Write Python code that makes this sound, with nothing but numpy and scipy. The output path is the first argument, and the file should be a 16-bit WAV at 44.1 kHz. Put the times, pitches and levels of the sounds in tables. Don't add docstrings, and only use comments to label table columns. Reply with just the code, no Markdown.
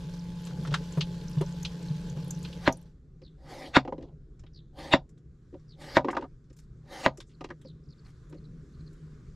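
import sys
import numpy as np
from scipy import signal
from scipy.fft import rfft, irfft, next_fast_len
from scipy.io import wavfile
from scipy.ndimage import uniform_filter1d, map_coordinates

SR = 44100
rng = np.random.default_rng(int(sys.argv[2]) if len(sys.argv) > 2 else 0)


def magnitude_from_level(level_db):
    exponent = np.asarray(level_db, float) / 20
    return 10 ** exponent


def int16_out(signal):
    q = np.round(np.clip(np.atleast_2d(signal).T, -1, 1) * 32767)
    wavfile.write(sys.argv[1], SR, q.astype(np.int16))


N = 412335

# frequency in Hz, density in dB per Hz.
RUMBLE_SPECTRUM = [(12, -31.5), (20, -3), (32, -1.5), (42, -4), (70, -1), (97, -14), (107, -12), (111, -12),
                   (120, 2.5), (160, -33), (260, -120)]
# frequency in Hz, density in dB per Hz.
HUM_SPECTRUM = [(59, -55.5), (100, -21), (121, -9.5), (140, -3.5), (157, 3), (167, -9.5), (199, -14),
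                (372, -20), (409, -19.5), (600, -38), (800, -50), (1040, -75), (1760, -120)]
# frequency in Hz, density in dB per Hz.
AIR_SPECTRUM = [(350, -44), (600, -14), (911, -11.5), (1030, -4.5), (1230, -2), (1380, -4), (1500, -2.5),
                (1890, -9.5), (2900, -17.5), (3600, -13.5), (7400, -16), (8500, -24.5), (11900, -32),
                (13500, -46), (15000, -50.5)]
# frequency in Hz, side minus mid in dB.
SIDE_SPREAD = [(60, -22), (110, -38.5), (200, -18.5), (380, -18), (700, -11), (1290, -9), (2380, -4.5),
               (4400, -8.5), (8120, -9), (15000, -10.5)]
# time in seconds, hiss in dB, low drone in dB.
BACKGROUND_COURSE = [(0, -2, -4.5), (3.3, -1, -4), (3.7, -1, 8.5), (4.2, -1.5, -0.5), (5.2, -3, -6), (5.6, 2, -3),
                     (6.1, 4.5, 5), (6.4, -1, -5), (6.8, 2.5, 1), (7.3, 3, -2), (7.8, 2, -6), (8.25, 9.5, 8.5),
                     (8.55, 8, 10.5), (8.9, 9, 5.5), (9.4, 8.5, 4)]
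RUMBLE_DB, HUM_DB, AIR_DB = -52.5, -53.5, -79.5
RUMBLE_FOLLOWS, HUM_FOLLOWS = 0.27, 0.37
# frequency in Hz, t60 in seconds.
WALL_T60 = [(100, 0.12), (400, 0.064), (1500, 0.047), (5000, 0.11), (12000, 0.056)]

# start in seconds, level in dB, centre in Hz.
CHEEPS = [
    (3.22, -61, 4197),
    (4.531, -58, 4290),
    (5.678, -60.5, 4300),
    (7.642, -60, 4270),
]
# start in seconds, level in dB, centre in Hz.
CHIPS = [(7.334, -69, 4250), (7.979, -67, 4470), (8.047, -65, 4350), (8.368, -68, 4300),
         (8.438, -65.5, 4100), (8.733, -71.5, 4250), (8.792, -68, 4170), (8.861, -62, 4230)]
# start in seconds, level in dB, centre in Hz.
TRILL = [(7.835, -73.5, 4920), (7.853, -74, 4800), (7.885, -66, 4660), (7.902, -61, 4550),
         (7.922, -61.5, 4200)]
# length in seconds, fall in Hz.
CALL_SHAPES = [
    (0.081, 2000),
    (0.0298, 370),
    (0.018, 980),
]

# time in seconds, level in dB, stream broken by the hands in dB.
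TAP_COURSE = [
    (0, 0.5, -1.5),
    (.33, 0.5, -2),
    (.65, 1, 3),
    (1.01, 1, -1),
    (1.35, 0.5, -0.8),
    (2.17, -0.5, 1.1),
    (2.56, -1, 1),
    (2.76, -11, 1),
    (2.87, -16, -2),
    (3.0, -40, -2.5),
]
# frequency in Hz, density in dB per Hz.
SPRAY_SPECTRUM = [(590, -22.5), (1000, 3), (1270, -8.5), (1570, -2), (1970, -9.5), (2970, -8.5),
                  (4780, -6.5), (7600, -13), (8400, -19), (13200, -21), (14300, -46)]
# frequency in Hz, density in dB per Hz.
SPLASH_SPECTRUM = [(120, -38), (200, 2.5), (232, -18), (285, -4.5), (344, -14.5), (436, -6), (549, -11.5),
                   (712, -23.5), (806, -26), (820, -13.5), (1070, -50.5), (1800, -120)]
# centre in Hz, width in Hz, level in dB.
STEEL_MODES = [(1517, 43, -3.5), (3170, 510, -1), (3790, 83, -4.5), (4120, 170, -6), (4870, 210, -15.5),
               (5560, 74, -6), (6160, 79, -7), (7700, 74, -10)]
PUMP_HZ = 172.3
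PUMP_DB, SHAKE_DB, BASIN_DB, SPLASH_DB, SPRAY_DB = -40, -47.5, -43, -50.5, -59
BASIN_CHURNS, SPRAY_CHURNS = 2.2, 0.6
BASIN_FADES, SPRAY_FADES = 0.6, 0.94

# start in seconds, peak in dB, knuckle in dB.
THUMPS = [(0.048, -27.5, -39), (0.604, -30, -21), (0.714, -20, -16), (0.972, -17.5, -12.5),
          (1.369, -16.5, -25), (1.409, -27.5, 6), (1.903, -20, -32), (2.165, -24, -17)]
# start in seconds, peak in dB, brightness in dB.
SLAPS = [(0.4693, -36.5, 8), (0.5064, -46, -2), (0.6487, -42, -8.5), (0.6717, -34, 4), (0.7238, -34, 2),
         (0.7393, -16, 0), (0.971, -50.5, -9), (2.168, -66, -9)]
# start in seconds, peak in dB, brightness in dB.
SMACKS = [(0.707, -35, -8), (1.0075, -14, -5), (1.2104, -39, 4), (1.382, -38, 7), (1.4106, -35, 11.5),
          (1.6486, -18, -1), (2.4477, -28, -9), (2.5262, -33, 1.5)]
# body in dB, fizz in dB, t60 in seconds.
WET_CONTACTS = [
    (10, -14.5, 0.06),
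    (-15.5, -22, .065),
]
# start in seconds, peak in dB, centre in Hz.
SPITS = [(.138, -46, 5460), (.193, -45, 5400), (.418, -54.5, 11500), (0.4509, -42.5, 7700),
         (0.46, -51.5, 11510), (.635, -54, 10500), (.672, -51.5, 9000), (0.9237, -40.5, 6940),
         (.978, -51.5, 9600), (.989, -53, 11910), (1.281, -40.5, 5660), (1.295, -54, 11980),
         (1.312, -52, 9800), (1.3302, -44, 5070), (1.413, -44.5, 10500), (1.4606, -44, 5800),
         (1.5235, -47, 7000), (1.6291, -35, 6460), (1.63, -48.5, 12000), (1.8259, -49, 8000),
         (1.884, -41.5, 4100), (2.0984, -42, 6700), (2.244, -52.5, 11470), (2.279, -48, 10500),
         (2.3065, -28.5, 6940), (2.3063, -43, 11560), (2.3476, -43.5, 5820), (2.389, -54.5, 11000),
         (2.4283, -43, 7360), (2.43, -50.5, 10980), (2.725, -32.5, 6200), (2.7251, -45.5, 11040),
         (2.7707, -48.5, 9700), (2.813, -59.5, 12000), (2.826, -59.5, 8000)]
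THUMP_T60, KNUCKLE_HZ = 0.14, 389

# start in seconds, thud peak in dB, hardness in dB,
# wetness in dB, knock in Hz.
KNOCKS = [(3.217, -46.5, -14, 14, 910), (3.849, -32.5, -2.5, 0, 652), (3.876, -29, 1.5, -3, 810),
          (3.923, -27, -1.5, -11, 745), (3.98, -31, -18, -2, 700), (4.008, -41, -13, 1, 600),
          (4.024, -37, -17, 9, 600), (4.125, -54, -12, -7, 700), (4.435, -50, -6.5, 15, 900),
          (5.527, -42, -28, -2, 800), (5.541, -35.5, -13, -8, 802), (6.045, -22.5, -6, 1.5, 920),
          (6.073, -29, -7, -9, 600), (6.084, -26.5, 6.5, 5, 1120), (6.102, -29, -4.5, 5, 1900),
          (6.129, -37.5, 8.5, -2, 1110), (6.148, -33, 0, 7, 850), (6.167, -28, 10, 12, 1040),
          (6.187, -36, -7, 0, 600), (6.21, -38, -10, 12, 880), (6.223, -36, 5, 1, 950),
          (6.239, -36.5, -5, -1, 893), (6.503, -49, -19, 7, 1400), (7.18, -40.5, -11, -6, 596),
          (7.408, -34.5, -2, 12, 900), (7.442, -33, -4, 19.5, 953), (7.488, -47.5, -6.5, 17, 900),
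          (7.503, -37.5, 3.5, 13, 1310), (7.648, -40.5, -20, 0, 912), (8.325, -39, -11.5, 6, 1296),
          (8.343, -41, -19, 7, 595)]
# start in seconds, peak in dB, centre in Hz.
PEEL_TICKS = [(4.3934, -59.5, 5630), (4.464, -59, 3295), (5.091, -64, 6740), (5.175, -70, 3700),
              (5.178, -71, 6800), (5.595, -72, 5500), (6.109, -48, 6540), (6.44, -75, 5200),
              (6.499, -66, 5290), (6.5281, -64, 6250), (6.565, -63.5, 6770), (6.588, -56.5, 5930),
              (7.173, -49, 6800), (7.2022, -43.5, 4110), (7.203, -52.5, 7530), (7.614, -62.5, 3300),
              (7.614, -63, 7950), (7.6803, -71, 7600), (8.296, -65, 8600), (8.9301, -66, 7910)]
# centre in Hz, width in Hz, level in dB.
BLADE_MODES = [(3220, 160, 0.5), (3730, 200, 1.5), (5460, 150, -1), (6250, 180, -11), (7050, 200, -3),
               (7700, 170, -3), (9100, 230, -4), (11400, 250, 3)]
# start in seconds, length in seconds, level in dB,
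# centre in Hz, width in octaves.
RUBS = [(3.959, 0.18, -55.5, 437, 0.67), (4.01, 0.067, -72, 3500, .5), (4.069, .04, -77, 3180, .4),
        (6.203, 0.069, -50.5, 800, 0.61), (6.562, 0.053, -69, 6500, .8), (6.615, 0.042, -77, 5440, .6),
        (7.253, 0.077, -76.5, 6880, 0.27), (7.291, 0.052, -71, 3010, .7), (8.039, 0.094, -72.5, 4940, 0.71),
        (8.042, 0.082, -67.5, 1170, 0.86), (8.299, 0.11, -56, 340, .5)]
EDGE_DB, EDGE_HARD, EDGE_WET, TICK_DB = -18.5, 0.39, 0.66, -36.5
PEEL_T60, PEEL_BODY_DB, PEEL_THINS_DB = 0.068, -2.5, 4

# entry in seconds, bite in seconds, level in dB,
# stall at the last skin in dB, body in dB.
SLIDES = [
    (2.55, 0.074, -52, 5.5, -2.5),
    (3.382, .13, -50.5, -17, 5.5),
    (4.735, 0.055, -48.5, -1.5, 3),
    (5.761, .055, -50, 2.5, 0),
    (6.841, 0.093, -46, 2.5, -1.5),
]
# frequency in Hz, density in dB per Hz.
FLESH_SPECTRUM = [(120, -34.5), (200, -4), (304, 4), (422, -7.5), (554, 4.5), (689, -10), (755, 2.5),
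                  (1090, -15), (1210, -10), (1330, -18.5), (1940, -8), (2600, -19.5), (4570, -16),
                  (7480, -28), (12000, -35), (15500, -46)]
# frequency in Hz, density in dB per Hz.
SKIN_SPECTRUM = [(180, -40), (300, -10.5), (814, 0), (1370, -4.5), (2000, 1.5), (2440, -3.5), (4390, -7),
                 (5180, -18.5), (7180, -24), (8740, -45), (15000, -57)]
# time in seconds, peak in dB, skin crunch in dB, thud in dB.
CHOPS = [
    (2.676, -6, -14.5, -1),
    (3.7667, -2.5, -8, -4),
    (4.9367, -4, -8, -6.5),
    (5.9686, -5, -13.5, -10),
    (7.0617, -7, -16, -14),
]
# low-mid modes in dB, mid modes in dB, high modes in dB, click in dB,
# tear in seconds.
LANDINGS = [
    (1.5, -6, -3, -0.5, .024),
    (-5.5, -3, 3.5, -0.5, 0.032),
    (-1, -2.5, 1, -1.5, .024),
    (3, -0.5, 1, -2, 0.023),
    (1.5, -1, -1, 1.5, 0.025),
]
# centre in Hz, width in Hz, level in dB.
BOARD_MODES = [(266, 110, -3), (395, 43, -10), (520, 55, 1), (652, 110, -0.5), (734, 48, -1), (952, 130, 1),
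               (1219, 51, -5.5), (1440, 260, -6), (1940, 170, -6.5), (2245, 150, -5), (2800, 80, -17),
               (3600, 230, -13.5), (4070, 82, -16), (4720, 670, -21.5)]
# frequency in Hz, t60 in seconds.
SMACK_T60 = [(100, 0.17), (260, 0.059), (700, 0.13), (1840, 0.054), (4850, 0.038), (12000, 0.032)]
ENTRY_DB, ENTRY_BODY_DB, SWELL_DB = -33.5, 9, 5
SLOWS_S, STALL_S, PUSH_S = 0.093, 0.03, 0.016

LEAD = 441


def unit(x):
    return x / np.sqrt(np.mean(x ** 2) + 1e-20)


def along(points, hz):
    f, v = np.transpose(points)
    return np.interp(np.log(hz + 1), np.log(f + 1), v)


def curves(rows):
    s, *cols = np.transpose(rows)
    return [np.interp(np.arange(N) / SR, s, c, right=-200) for c in cols]


def wobble(rate):
    knots = rng.standard_normal(int(N * rate / SR) + 4)
    return map_coordinates(knots, [np.arange(N) * rate / SR])


def filtered(x, response):
    m = next_fast_len(x.shape[-1] + 8192)
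    return irfft(rfft(x, m) * response(np.fft.rfftfreq(m, 1 / SR)), m)[..., :x.shape[-1]]


def modes(table):
    def response(f):
        return sum((-1) ** k * magnitude_from_level(db) * 1j * f * w / (c * c - f * f + 1j * f * w)
                   for k, (c, w, db) in enumerate(table))
    return response


def struck(table, scatter_db):
    return modes([(c, w, db + scatter_db * rng.standard_normal()) for c, w, db in table])


def hump(centre_hz, octaves):
    return lambda f: np.exp(-.5 * (np.log2((f + 1) / centre_hz) / octaves) ** 2)


def steady(t60):
    return lambda f: t60 + 0 * f


def rush(spectrum, lo_hz, hi_hz, patchy_db, grainy_db, narrow_db=0):
    grains = rng.standard_normal((2, N)) * magnitude_from_level(grainy_db * wobble(900))
    z = signal.stft(grains, nperseg=512)[2]
    field = uniform_filter1d(rng.standard_normal(z.shape[1:]), size=6, axis=0)
    field = uniform_filter1d(field, size=10, axis=1)
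    pair = signal.istft(z * magnitude_from_level(patchy_db * unit(field)), nperseg=512)[1][:, :N]

    def response(f):
        edges = np.sqrt((1 + (lo_hz / (f + 1)) ** 8) * (1 + (f / hi_hz) ** 8))
        band = magnitude_from_level(along(spectrum, f)) / edges
        return band * [np.ones(len(f)), magnitude_from_level(along(SIDE_SPREAD, f) - narrow_db)]
    mid, side = filtered(pair, response)
    return unit(np.array([mid + side, mid - side]))


def puff(colour, t60_of, side_db, rise=0.0044):
    hz, t, z = signal.stft(rng.standard_normal((2, SR // 8)), SR, nperseg=128)
    x = signal.istft(z * magnitude_from_level(-60 * t / t60_of(hz)[:, None]), SR, nperseg=128)[1][:, :SR // 8]
    x = x * (1 - np.exp(-np.arange(SR // 8) / SR / rise))
    x = np.pad(x, ((0, 0), (LEAD, 0)))
    mid, side = filtered(x, lambda f: colour(f) * magnitude_from_level(-7 / (1 + (8300 / (f + 1)) ** 12)))
    side = filtered(side, lambda f: magnitude_from_level(side_db) * (1 + (f / 9000) ** 2))
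    return np.array([mid + side, mid - side]) / (2.23 * np.sqrt(np.mean(mid[LEAD:2 * LEAD] ** 2)))


def add(out, s, x):
    i = round(s * SR)
    out[..., i:i + x.shape[-1]] += x[..., :out.shape[-1] - i]


def add_burst(out, s, db, *args, **named):
    add(out, s - LEAD / SR, magnitude_from_level(db) * puff(*args, **named))


def room():
    hiss_db, drone_db = curves(BACKGROUND_COURSE)
    tap_db, _ = curves(TAP_COURSE)
    low_level = np.hypot(magnitude_from_level(RUMBLE_DB + RUMBLE_FOLLOWS * drone_db), magnitude_from_level(SHAKE_DB + tap_db))
    low = low_level * rush(RUMBLE_SPECTRUM, 4.6, 125, patchy_db=2.5, grainy_db=1.0)
    hum_level = magnitude_from_level(HUM_DB + HUM_FOLLOWS * drone_db + 1.4 * wobble(4.6))
    hum = hum_level * rush(HUM_SPECTRUM, 90, 1000, patchy_db=0.5, grainy_db=-1.0)
    air_level = magnitude_from_level(AIR_DB + hiss_db + wobble(4.3))
    return low + hum + air_level * rush(AIR_SPECTRUM, 600, 15500, patchy_db=1.5, grainy_db=0.5)


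def sparrows():
    dry = np.zeros(N)
    for calls, (length, fall_hz) in zip((CHEEPS, CHIPS, TRILL), CALL_SHAPES):
        for s, db, centre_hz in calls:
            u = np.linspace(0, 1, int(length * SR))
            hoarse = unit(uniform_filter1d(rng.standard_normal(len(u)), size=30))
            hz = centre_hz + fall_hz * (.5 - u ** .85) + (140 + .07 * fall_hz) * hoarse
            turn = 2 * np.pi * np.cumsum(hz) / SR
            voices = np.sin(turn) + 0.5 * np.sin(1.11 * turn)
            flutter = 1 + .5 * np.sin(2 * np.pi * 70 * length * u)
            add(dry, s, magnitude_from_level(db) * np.sin(np.pi * u) ** 0.89 * flutter * voices)
    t = np.arange(SR // 3) / SR
    tail = filtered(rng.standard_normal((2, len(t))) * magnitude_from_level(-60 * t / 0.54), hump(3300, 0.24))
    tail = tail[0] + magnitude_from_level(-10.5) * tail[1] * [[1], [-1]]
    tail = tail / np.linalg.norm(tail[0])
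    return dry + magnitude_from_level(-23) * signal.fftconvolve(dry[None], tail, axes=1)[:, :N]


def tap():
    tap_db, churn_db = curves(TAP_COURSE)
    basin_db = BASIN_DB + BASIN_FADES * tap_db + BASIN_CHURNS * churn_db
    splash_db = SPLASH_DB + tap_db + churn_db
    spray_db = SPRAY_DB + SPRAY_FADES * tap_db + SPRAY_CHURNS * churn_db
    turn = 2 * np.pi * np.cumsum(PUMP_HZ + .25 * wobble(4.0)) / SR
    vanes = np.sin(turn) + magnitude_from_level(-23.5) * np.sin(5 * turn)
    pump = magnitude_from_level(PUMP_DB + tap_db + 3.5 + wobble(7.5)) * vanes
    drum = unit(filtered(rng.standard_normal(N), lambda f: modes([(146, 26, 0)])(f) ** 2))
    drum = magnitude_from_level(basin_db - 1.5 + 2.1 * wobble(13.0)) * drum
    splash = magnitude_from_level(splash_db + wobble(11)) * rush(SPLASH_SPECTRUM, 120, 1100, patchy_db=1.5, grainy_db=3.5)
    fine = rush(SPRAY_SPECTRUM, 800, 14000, patchy_db=1.3, grainy_db=2.5)
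    fine = unit(filtered(fine, lambda f: 1 + 0.75 * np.abs(modes(STEEL_MODES)(f))))
    return pump + drum + splash + magnitude_from_level(spray_db + 2.0 + 1.2 * wobble(27)) * fine


def droplets():
    draw = rng.random((300, 4))
    hz = 6000 * np.exp(1.1 * (draw[:, 1:2] - .5))
    t = np.arange(300) / SR
    level = magnitude_from_level(-57 - 4 * np.log(draw[:, 2:3] + .03) - 60 * t * hz / 18)
    pings = level * (1 - np.exp(-t / .0003)) * np.sin(2 * np.pi * hz * t)
    spots = (draw[:, :1] * 2.6 * SR).astype(int) + np.arange(300)
    lean = magnitude_from_level(2.6 * (draw[:, 3:] - 3.0))
    return np.array([np.bincount(spots.ravel(), (pings * g).ravel(), N) for g in (lean, 1 / lean)])


def washing():
    out = droplets()
    t = np.arange(SR // 3) / SR
    knuckle = modes([(KNUCKLE_HZ, 70, 0), (1.5 * KNUCKLE_HZ, 90, -5), (980, 90, -10)])
    for s, db, knock_db in THUMPS:
        swell = magnitude_from_level(db - 60 * t / THUMP_T60) * (1 - np.exp(-t / 0.013))
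        add(out, s, swell * 2.04 * np.sin(2 * np.pi * 152 * t))
        add_burst(out, s, db + knock_db, knuckle, steady(0.56 * THUMP_T60), side_db=-20.0, rise=0.0016)
    for rows, (body_db, fizz_db, t60) in zip((SLAPS, SMACKS), WET_CONTACTS):
        for s, db, bright_db in rows:
            steel = struck(STEEL_MODES, scatter_db=3)
            bands = [(db - 10.0, 3400), (db + body_db - bright_db - 14, 1200),
                     (db + fizz_db + bright_db - 6, 6800)]
            for level_db, hz in bands:
                colour = lambda f: hump(hz, .42 + 150 / hz)(f) * (.8 + .7 * np.abs(steel(f)))
                add_burst(out, s, level_db, colour, steady(t60), side_db=-13, rise=.002)
    for s, db, hz in SPITS:
        colour = lambda f: (hump(hz, .13)(f) + 0.17 * hump(hz, .6)(f)) / (1 + (f / 13800) ** 20)
        add_burst(out, s, db - 5, colour, steady(0.026), side_db=-12, rise=.0008)
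    return out


def clatter():
    out = np.zeros((2, N))
    for s, db, hard_db, wet_db, hz in KNOCKS:
        board = struck(BOARD_MODES, scatter_db=2)
        edge_db = db + EDGE_DB + EDGE_HARD * hard_db + EDGE_WET * wet_db
        layers = [
            (db, lambda f: (board(f) + 0.49) * hump(330, .45)(f), .085, -24, .004),
            (db + hard_db - 2, lambda f: (board(f) + 0.38) * hump(hz, .4)(f), .055, -22, .0005),
            (edge_db, lambda f: (board(f) + 0.36) * hump(2400, 0.7)(f), .05, -17, .001),
            (db + TICK_DB + wet_db, hump(5200, 0.5), .04, -12, .0012)]
        touch = np.pad(np.hanning(21), (40, SR // 10))
        ring = filtered(touch, lambda f: board(f) * modes([(hz, .8 * hz, 0)])(f))
        add(out, s, magnitude_from_level(db + hard_db + 11.5) * ring)
        for level_db, colour, t60, side_db, rise in layers:
            add_burst(out, s, level_db, colour, steady(t60), side_db, rise)
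    for s, db, hz in PEEL_TICKS:
        blade = struck(BLADE_MODES, scatter_db=3)
        body_db = db + PEEL_BODY_DB - PEEL_THINS_DB * np.log2(hz / 4000)
        ringing = lambda f: hump(hz, 0.42)(f) * (.5 + np.abs(blade(f)))
        for level_db, colour in [(db, ringing), (body_db, hump(1500, 0.81))]:
            add_burst(out, s, level_db, colour, steady(PEEL_T60), side_db=-13.5, rise=0.00093)
    for s, length, db, hz, octaves in RUBS:
        catches = np.repeat(rng.standard_normal(SR // 4), 150)[:SR // 4]
        grit = rng.standard_normal((2, SR // 4)) * magnitude_from_level(3 * catches)
        stroke = np.sin(np.pi * np.clip(np.arange(SR // 4) / SR / length, 0, 1) ** .7)
        mid, side = unit(filtered(grit, hump(hz, octaves))) * stroke
        add(out, s, magnitude_from_level(db) * (mid + magnitude_from_level(-15.5) * side * [[1], [-1]]))
    return out


def slicing():
    rasp = rush(FLESH_SPECTRUM, 980, 15600, patchy_db=3.5, grainy_db=1, narrow_db=14.5)
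    body = rush(FLESH_SPECTRUM, 150, 1000, patchy_db=-1.0, grainy_db=0, narrow_db=16.0)
    tear = rush(SKIN_SPECTRUM, 200, 15000, patchy_db=5.0, grainy_db=1, narrow_db=9.5)
    t, out = np.arange(N) / SR, np.zeros((2, N))
    for slide, (s, db, crunch_db, _), (*_, tear_s) in zip(SLIDES, CHOPS, LANDINGS):
        entry, bite, cut_db, stall_db, body_db = slide
        stall = s - STALL_S
        times = [entry - .02, entry, entry + bite, s - SLOWS_S, stall, stall + PUSH_S, s, s + 0.023]
        times = np.maximum.accumulate(times)
        shape_db = np.interp(t, times, [-60, ENTRY_DB, 0, 0, stall_db, SWELL_DB, SWELL_DB, -60])
        body_now_db = body_db + np.interp(t, times[1:3], [ENTRY_BODY_DB, 0])
        out += magnitude_from_level(cut_db + shape_db) * (rasp + magnitude_from_level(body_now_db) * body)
        growth_db = np.where(t < s, -30 * (np.abs(s - t) / tear_s) ** 1.8, -60 * (t - s) / 0.069)
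        out += magnitude_from_level(db + crunch_db - 6.5 + growth_db) * tear
    return out


def chops():
    out, t = np.zeros((2, N)), np.arange(SR // 5) / SR

    def thud(db, hz, t60, rise):
        return magnitude_from_level(db - 60 * t / t60) * (1 - np.exp(-t / rise)) * np.sin(2 * np.pi * hz * t)
    for (s, db, _, thud_db), (low_db, mid_db, high_db, click_db, _) in zip(CHOPS, LANDINGS):
        place = [(300, 0), (560, low_db), (1000, mid_db), (2200, high_db)]
        board = modes([(c, w, level + along(place, c)) for c, w, level in BOARD_MODES])
        snap = modes([(850, 440, click_db - 7), (1980, 900, click_db - 8.5),
                      (4000, 900, click_db - 14.5), (179.0, 48, -5.3)])
        blows = np.zeros(SR // 5)
        for delay, loss_db in [(.0004, 7), (.0035, -6.5)]:
            add(blows, delay, magnitude_from_level(db + loss_db + 13) * np.hanning(9))
        add(out, s, filtered(blows, lambda f: (snap(f) - .7 * board(f)) / (1 + 1j * f / 6000) ** 3))
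        colour = lambda f: (board(f) + 0.12) / (1 + (f / 5500) ** 4)
        add_burst(out, s, db + low_db / 2 - 12.5, colour, lambda f: along(SMACK_T60, f),
                  side_db=-23.5, rise=0.0021)
        add(out, s + 0.0044, thud(db + thud_db, 268, 0.045, 0.00072))
        add(out, s, thud(db - 27, 78, 0.13, 0.0022))
        add(out, s, thud(db - 27, 135, 0.24, 0.004))
    return out


def kitchen(x):
    hz, t, z = signal.stft(rng.standard_normal((2, SR // 4)), SR, nperseg=256)
    mid, side = signal.istft(z * magnitude_from_level(-60 * t / along(WALL_T60, hz)[:, None]), SR, nperseg=256)[1]
    tail = np.array([mid + magnitude_from_level(-18.0) * side, mid - magnitude_from_level(-16.5) * side]) / np.linalg.norm(mid)
    late = np.pad(x, ((0, 0), (150, 0)))
    return x + magnitude_from_level(-14.5) * signal.fftconvolve(late, tail, axes=1)[:, :N]


def scene():
    return room() + sparrows() + tap() + kitchen(washing() + clatter() + slicing() + chops())


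def low_pass(x):
    return signal.sosfilt(signal.butter(12, 15630, fs=SR, output="sos"), x)


def record(dry):
    rounded = dry / (1 + np.abs(dry / .93) ** 6) ** (1 / 6)

    def ports(f):
        lag_samples = np.array([[1], [-1]]) * .5 / (1 + f / 2000)
        return np.exp(-1j * np.pi * f * lag_samples / SR) * (f < 15600)
    mix = filtered(rounded, ports) * magnitude_from_level([[.1], [-.1]])
    return low_pass(mix)


dry = scene()
out = record(dry)
int16_out(out)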